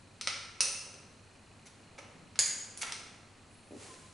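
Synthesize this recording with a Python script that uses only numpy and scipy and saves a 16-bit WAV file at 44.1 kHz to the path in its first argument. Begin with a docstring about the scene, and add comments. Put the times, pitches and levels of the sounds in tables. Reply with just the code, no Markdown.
"""A bare, echoing workshop, heard through a camera's two microphones.
A rubber band stretched round a plastic block on a bicycle brake caliper is pushed along by fingers:
it rasps, snaps and rebounds, each blow ringing the damped modes of block and caliper.
Late on, two faint whistles glide, a foot steps with a short squeak, and clothing swishes.
Under it lie filtered room noise, a low boom, a mains hum and the camera's ticks, hiss and thin whine."""
import sys
import numpy as np
from scipy import signal
from scipy.fft import rfft, irfft, next_fast_len
from scipy.io import wavfile
from scipy.ndimage import uniform_filter1d

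SR = 44100
rng = np.random.default_rng(int(sys.argv[2]) if len(sys.argv) > 2 else 0)


def wav_out(sig):
    """Save sig, one row per channel (or a flat mono array), as 16-bit PCM at SR to the path in sys.argv[1]."""
    wavfile.write(sys.argv[1], SR, np.round(np.clip(np.atleast_2d(sig).T, -1, 1) * 32767).astype(np.int16))


N = 182441
TAPS = 4096  # length of one ring or blow, samples
EDGE_HZ = 11020  # upper band limit of the recorder

# snaps and slips of the band, and three faint dull ticks of the camera (0.941, 1.3596, 3.94):
# start_s, strength_db, brightness (dB per octave), room_send_db, place struck (lends the ticks its tone)
SNAPS = [ (0.2113, -13.5, 1.5, 3.5, "rim"), (0.2730, -5, -1.5, 3, "rim"), (0.6057, 0.5, -1.2, 5, "block"),
         (0.941, -28.5, -6, 3.5, "block"), (1.3596, -39, -8.5, -6, "block"),
         (1.9877, -26.5, -8.5, 3, "block"), (2.3568, -27, -4, 5.5, "rim"), (2.39, 2.5, 1, 4, "caliper"),
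         (2.7739, -18, 9.5, 7, "underside"), (2.8204, -11.5, 7.5, -3, "underside"),
         (2.831, -14.5, -3, 6, "underside"), (2.9220, -13.5, 2, 2.5, "rim"),
         (3.94, -31, -8.5, -14, "block"), ]
# delay of the single bounce, and its level under the snap on most places and on bare metal
REBOUND_S, REBOUND_DB, METAL_REBOUND_DB = .0055, -14, -5.5


def snaps_and_dull_ticks(spread_s=0.001424):
    """The band strikes and rebounds once, harder off singing bare metal; dull camera ticks share the ring."""
    out = np.zeros((2, N))
    hz = np.fft.rfftfreq(TAPS, 1 / SR)
    # the blow travels through the parts, and its treble leaves last
    lag_s = spread_s * np.minimum(hz / EDGE_HZ, 1)
    dispersion = np.exp(-2j * np.pi * np.cumsum(lag_s) * SR / TAPS)
    for s, db, bright_db, send_db, place in SNAPS:
        blow = irfft(rfft(strike(place, bright_db)) * dispersion)
        click = gain_of(db) * blow
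        on_metal = place == "caliper"
        rebound_db = METAL_REBOUND_DB if on_metal else REBOUND_DB
        add(out, s, in_room(click, send_db))
        add(out, s + REBOUND_S, gain_of(rebound_db) * in_room(click, send_db))
        if on_metal:
            add(out, s, gain_of(db) * singing())
    return out


# resonances of block and caliper; how strongly each rings depends on the place struck:
# pitch_hz, half_width_hz, then relative level_db at rim, block, caliper, underside
BRAKE_MODES = [ (540, 75, -5.5, -12, -14, -10), (957, 295, -7.5, -20, -16, -3),
               (1327, 113, 5, -12, -32, 4.5), (1680, 183, -17, -18.5, -9, -5.5),
               (2130, 300, 3.5, -15, -9.5, 5), (2660, 240, 1, -3, -18, 2), (3320, 560, 2, -37, -13, 1),
               (4127, 390, 5.5, -5, -11.5, -3.5), (4724, 214, 2, -6, -2, 0.5),
               (5130, 160, 6.5, -1.5, -4, -14), (5824, 640, 3.5, 1, -15.5, 0.5),
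               (6060, 170, -9, -0.5, -11, -25), (6750, 210, -20, -8, 4, -1), (7240, 77, -3, -26, -0.5, 0),
               (8000, 470, -8, -6.5, -9, -4.5), (8850, 290, 2, -4, -13, -10), (9450, 370, -16, 3, -8.5, -3),
               (11800, 2900, -10.5, -12.5, -10, -6.5), ]
# names of the places struck, in the order of those level columns
PLACES = ["rim", "block", "caliper", "underside"]


def strike(place, bright_db):
    """The short ring of block and caliper when struck at one place; a sharper blow is brighter."""
    hz = np.fft.rfftfreq(TAPS, 1 / SR)
    octaves = np.log2(np.maximum(hz, 400) / 5000)  # the tilt pivots at 5 kHz
    column = PLACES.index(place)
    modes = [(f, width, levels_db[column]) for f, width, *levels_db in BRAKE_MODES]
    return ring(resonances(modes, hz) * gain_of(bright_db * octaves))


# lingering tones of the caliper's metal: pitch_hz, level_db relative to the blow, t60_s
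SINGING = [(1695, -58, 1.2), (4880, -50, 0.91), (6738, -41, 0.96), (6550, -46, 0.78), (7200, -56, 0.51),
           (7600, -57, 0.39), (7412, -52, .5)]


def singing():
    """Thin, slowly dying tones of the caliper's metal after a blow on it."""
    t = np.arange(SR) / SR
    return sum(gain_of(db - 60 * t / t60) * np.sin(2 * np.pi * hz * t) for hz, db, t60 in SINGING)


# bursts of tiny slips as the band drags over an edge:
# start_s, length_s, strength_db, brightness (dB per octave)
RASPS = [(1.656, 0.02, -27, 3), (1.98, 0.015, -24, -3), (2.02, .045, -32.5, -7), (2.810, 0.02, -10.5, 2)]


def rasps(slips_per_s=2500, send_db=1):
    """Stretched rubber sticks and slips along the caliper's underside, each slip striking its modes."""
    out = np.zeros((2, N))
    t = np.arange(TAPS) / SR
    for s, length_s, db, bright_db in RASPS:
        slips = rng.standard_normal(TAPS) * (rng.random(TAPS) < slips_per_s / SR)
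        swell = np.sin(np.pi * np.minimum(t / length_s, 1))
        slips *= np.sqrt(np.maximum(swell, 0))
        slips /= np.linalg.norm(slips) + 1e-9
        sound = signal.fftconvolve(slips, strike("underside", bright_db))
        add(out, s, gain_of(db) * in_room(sound, send_db))
    return out


# fingers pushing the band along: time_s of the hardest push, level_db
PUSHES = [(.83, -62), (2.1, -61), (2.87, -57.5)]
PUSH_RISE_DB_PER_S, PUSH_FALL_DB_PER_S = 27, 31
HOLD_DB = -63  # rubbing of the fingers between pushes
# tone of skin rubbing on rubber and plastic: pitch_hz, relative level_db (per Hz)
SKIN = [(40, 0), (100, -7.5), (220, 4.5), (500, 3.5), (1200, -1), (3000, -7.5), (11000, -59)]


def grip():
    """Strength of the fingers' rubbing: a steady hold, and a swell that builds and relaxes per push."""
    t = np.arange(N) / SR
    power = gain_of(HOLD_DB) ** 2
    for s, db in PUSHES:
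        fade_db = np.maximum(PUSH_RISE_DB_PER_S * (s - t), PUSH_FALL_DB_PER_S * (t - s))
        power = power + gain_of(db - fade_db) ** 2
    return np.sqrt(power)


def friction(stroke, spectrum, grain_db):
    """Rubbing noise that catches and slides unevenly under a stroke."""
    catches = evened(uniform_filter1d(rng.standard_normal(N), size=200))
    return stroke * evened(hiss(spectrum) * gain_of(grain_db * catches))


# hands bumping softly against the fork: start_s, strength_db
BUMPS = [(2.152, -30), (2.225, -30), (2.255, -28)]
# the fork's dull resonance: pitch_hz, half_width_hz, relative level_db
BUMP_MODES = [(177, 51.6, 0)]
# the floor under the foot: pitch_hz, half_width_hz, relative level_db
STEP_MODES = [(275, 40, 0.5), (353, 117, 0), (428, 50, -3.2), (560, 110, -12)]


def knocks(rows, modes, room_db):
    """Soft blows on a heavily damped body, each ringing its low modes."""
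    out = np.zeros((2, N))
    knock = ring(resonances(modes, np.fft.rfftfreq(TAPS, 1 / SR)))
    for s, db in rows:
        add(out, s, gain_of(db) * in_room(knock, room_db))
    return out


# one dull step: start, length of the roll, level midway, and level of its ends relative to that
STEP_S, STEP_ROLL_S, STEP_DB, STEP_ENDS_DB = 3.707, .056, -23, -3


def foot_roll(count=5, jitter_s=0.001):
    """The foot rolls from heel to sole in a quick run of knocks, heaviest midway: start_s, level_db."""
    roll = np.linspace(0, 1, count)
    times = STEP_S + STEP_ROLL_S * roll + jitter_s * rng.standard_normal(count)
    return zip(times, STEP_DB + STEP_ENDS_DB * (2 * roll - 1) ** 2)


# squeak of the sole: middle_s, half_length_s, pitch_hz, peak level_db
SQUEAK = (3.913, .012, 1030, -50)


def squeak():
    """The sole sticks and slips: one short sine under a bell-shaped swell."""
    s, half_s, pitch_hz, db = SQUEAK
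    out = np.zeros((2, N))
    t = np.arange(-TAPS / 2, TAPS / 2) / SR
    swell = np.exp(-(t / half_s) ** 2)
    tone = in_room(swell * np.sin(2 * np.pi * pitch_hz * t), send_db=-4)
    add(out, s + t[0], gain_of(db) * tone / abs(tone).max())
    return out


# sleeves and trousers stir faintly all the time and brush once with the step
STIR_DB = -66
SWISH_S, SWISH_HOLD_S, SWISH_DB = 3.815, 0.039, -50.5
SWISH_RISE_DB_PER_S, SWISH_FALL_DB_PER_S = 183, 38
# tone of the cloth: pitch_hz, relative level_db (per Hz)
CLOTH = [(100, -56), (300, 6), (700, 6), (1300, 2.5), (2200, 3.5), (3500, 1), (5000, 1.5), (6800, 3.5),
         (9000, 2), (11000, -1)]


def swish():
    """Strength of the cloth's brushing: a faint stir, and one stroke that rises fast, holds and dies."""
    t = np.arange(N) / SR - SWISH_S
    rise_db = SWISH_RISE_DB_PER_S * np.maximum(-t, 0)
    fall_db = SWISH_FALL_DB_PER_S * np.maximum(t - SWISH_HOLD_S, 0)
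    return np.hypot(gain_of(STIR_DB), gain_of(SWISH_DB - rise_db - fall_db))


# two thin whistles around the step: time_s of the highest pitch, highest pitch_hz, level_db
WHISTLES = [(3.71, 8950, -72), (3.65, 10330, -69.5)]
# their loudest moment, half length, drop in pitch one half length from the top, and unsteadiness
WHISTLE_S, WHISTLE_HALF_S, WHISTLE_SAG_HZ, WHISTLE_WAVER_HZ = 3.62, .14, 500, 50


def whistles(flutter_db=4):
    """Faint sines that swell, flutter and fade while their wavering pitch arches."""
    t = np.arange(N) / SR
    out = np.zeros(N)
    for s, top_hz, db in WHISTLES:
        slow = uniform_filter1d(rng.standard_normal((2, N)), size=600)
        flutter, waver = evened(uniform_filter1d(slow, size=300))
        sag_hz = WHISTLE_SAG_HZ * ((t - s) / WHISTLE_HALF_S) ** 2
        hz = np.maximum(top_hz - sag_hz + WHISTLE_WAVER_HZ * waver, 0)
        out += gain_of(db + flutter_db * flutter) * np.sin(2 * np.pi * np.cumsum(hz) / SR)
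    return out * np.exp(-((t - WHISTLE_S) / WHISTLE_HALF_S) ** 2)


# the camera's mechanism, close to the microphones: pitch_hz, half_width_hz, relative level_db
TICK_MODES = [(2490, 85, -5.5), (2880, 68, -9.5)]
TICK_START_S, TICK_PERIOD_S, TICK_DB = .0325, .04, -42
# a soft broad hiss near 4.2 kHz and one thin whine at 7.6 kHz: pitch_hz, half_width_hz, relative level_db
CAMERA_NOISE = [(4200, 380, 0.73), (7630, 13, -1.7)]
CAMERA_NOISE_DB = -72


def camera(uneven_db=2.0):
    """The mechanism ticks regularly but unevenly loud, over a soft broad hiss and one thin whine."""
    out = np.zeros((2, N))
    tick = ring(resonances(TICK_MODES, np.fft.rfftfreq(TAPS, 1 / SR)))
    for s in np.arange(TICK_START_S, N / SR, TICK_PERIOD_S):
        add(out, s, gain_of(TICK_DB + uneven_db * rng.standard_normal()) * tick)
    return out + gain_of(CAMERA_NOISE_DB) * drone(CAMERA_NOISE)


# still air of the workshop: pitch_hz, relative level_db (per Hz)
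AIR = [(25, -87), (60, -90), (100, -87), (240, -88), (400, -93), (700, -96), (1500, -100), (2500, -100),
       (3400, -105), (6000, -106.5), (9500, -110), (11000, -114)]
# boom of the room's lowest resonances: pitch_hz, half_width_hz, relative level_db
BOOM = [(54, 1.7, -9), (88, 17.4, -6.5), (102.3, 1.5, 4), (147, 43, -9.5), (235, 49, -11)]
AIR_DB, BOOM_DB = -65, -62.5
HUM_HZ, HUM_DB = 100, -69


def workshop():
    """Room noise, its low boom, and the mains hum as a plain sine."""
    hum = evened(np.sin(2 * np.pi * HUM_HZ * np.arange(N) / SR))
    return gain_of(AIR_DB) * hiss(AIR) + gain_of(BOOM_DB) * drone(BOOM) + gain_of(HUM_DB) * hum


# echoes from bench, pegboard and near walls: delay_s, level_db, lean_db (left over right)
ECHOES = [(.0013, -12, 7), (.0034, -20, -22), (.0066, -17.5, 12), (.0108, -12.5, -12), (.0145, -30, -14),
          (.0175, -21, 15)]
# how long the room rings: pitch_hz, t60_s
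ROOM_T60 = [(150, 0.9), (500, 1), (1400, 1), (2700, 0.9), (4200, 0.75), (6000, 0.77), (8000, 0.73),
            (11000, 0.54)]


def in_room(sound, send_db, build_s=0.00086, scatter_db=-3, scatter_s=0.0059, echo_share=0.28):
    """Direct sound, scatter from fork and hands, near echoes, and a tail that dies soonest in the treble."""
    hz, t, z = signal.stft(diffuse(np.ones_like, size=49152), SR, nperseg=256)
    decay_db = -60 * t / read(ROOM_T60, hz)[:, None]
    tail = signal.istft(z * gain_of(decay_db), SR, nperseg=256)[1]
    tail *= 1 - np.exp(-np.arange(tail.shape[1]) / (SR * build_s))
    # scatter comes from straight ahead, so both microphones hear the same
    scatter = rng.standard_normal(TAPS) * np.exp(-np.arange(TAPS) / (SR * scatter_s))
    near = gain_of(scatter_db) * np.array([scatter, scatter]) / np.linalg.norm(scatter)
    for delay_s, db, lean_db in ECHOES:
        moved = 1 + .08 * rng.standard_normal()  # hands and arms shift the paths
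        add(near, delay_s * moved, gain_of(db + np.array([[lean_db], [-lean_db]]) / 2))
    # the near echoes feed the room as well, which combs its tail
    fed = signal.fftconvolve(tail, near.mean(0)[None], axes=1)[:, :tail.shape[1]]
    tail = tail + echo_share * fed
    paths = gain_of(send_db) * tail / np.linalg.norm(tail[0])
    paths[:, 0] += 1  # the direct sound
    add(paths, 0, near)
    return signal.fftconvolve(sound[None], paths, axes=1)


# likeness of diffuse sound at the two microphones: pitch_hz, correlation (1 = identical)
ROOM_LIKENESS = [(100, .97), (300, .86), (600, .69), (1500, .76), (5000, .82), (11000, .85)]


def diffuse(colour, size):
    """Stereo noise arriving from all round the room; colour gives the gain at each frequency."""
    hz = np.fft.rfftfreq(size, 1 / SR)
    mid, side = rfft(rng.standard_normal((2, size)))
    same = np.clip(read(ROOM_LIKENESS, hz), -1, 1)
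    mid, side = mid * np.sqrt(1 + same), side * np.sqrt(1 - same)
    return evened(irfft(np.array([mid + side, mid - side]) * colour(hz), size))


def hiss(spectrum):
    """Steady diffuse noise with a spectrum of pitch_hz, level_db rows."""
    return diffuse(lambda hz: gain_of(read(spectrum, hz)), next_fast_len(N))[:, :N]


def drone(modes):
    """Steady diffuse noise held in a few resonances."""
    return diffuse(lambda hz: resonances(modes, hz), next_fast_len(N))[:, :N]


def resonances(modes, hz):
    """Gain of a set of damped modes whose powers add."""
    gains = [gain_of(db) / (1 + ((hz - f) / width) ** 2) for f, width, db in modes]
    return np.sqrt(sum(gain ** 2 for gain in gains))


RADIATION_HZ = 216  # small bodies radiate poorly below this


def ring(gain):
    """Causal (minimum-phase) response of energy 1, shaped by the given gain and by radiation."""
    hz = np.fft.rfftfreq(TAPS, 1 / SR)
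    radiated = gain * hz ** 2 / (hz ** 2 + RADIATION_HZ ** 2)
    log_gain = np.log(np.maximum(radiated / radiated.max(), 1e-4))
    circle = np.r_[log_gain, log_gain[-2:0:-1]]
    response = np.fft.ifft(np.exp(np.conj(signal.hilbert(circle)))).real
    return response / np.linalg.norm(response)


def gain_of(db):
    """Decibels to amplitude."""
    return 10 ** (np.asarray(db) / 20)


def evened(x):
    """Scales to an rms of 1."""
    return x / np.sqrt(np.mean(x ** 2) + 1e-20)


def read(points, hz):
    """Reads a table along a logarithmic frequency axis."""
    f, value = np.transpose(points)
    return np.interp(np.log(hz + 1), np.log(f + 1), value)


def add(mix, s, sound):
    """Mixes a sound into both channels from time s."""
    part = mix[:, max(round(s * SR), 0):][:, :sound.shape[-1]]
    part += sound[..., :part.shape[1]]


def scene():
    """Everything as it reaches the camera's two microphones."""
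    blows = snaps_and_dull_ticks() + rasps() + knocks(BUMPS, BUMP_MODES, room_db=-1)
    rubbing = friction(grip(), SKIN, grain_db=-0.5) + friction(swish(), CLOTH, grain_db=0.5)
    footstep = knocks(foot_roll(count=5), STEP_MODES, room_db=0.5) + squeak()
    return blows + rubbing + footstep + whistles() + camera() + workshop()


def record(dry):
    """The recorder's steep band limit, a linear-phase low-pass."""
    low_pass = signal.firwin(511, EDGE_HZ, window=("kaiser", 8), fs=SR)
    return signal.oaconvolve(dry, low_pass[None], "same", axes=1)


dry = scene()
out = record(dry)
wav_out(out)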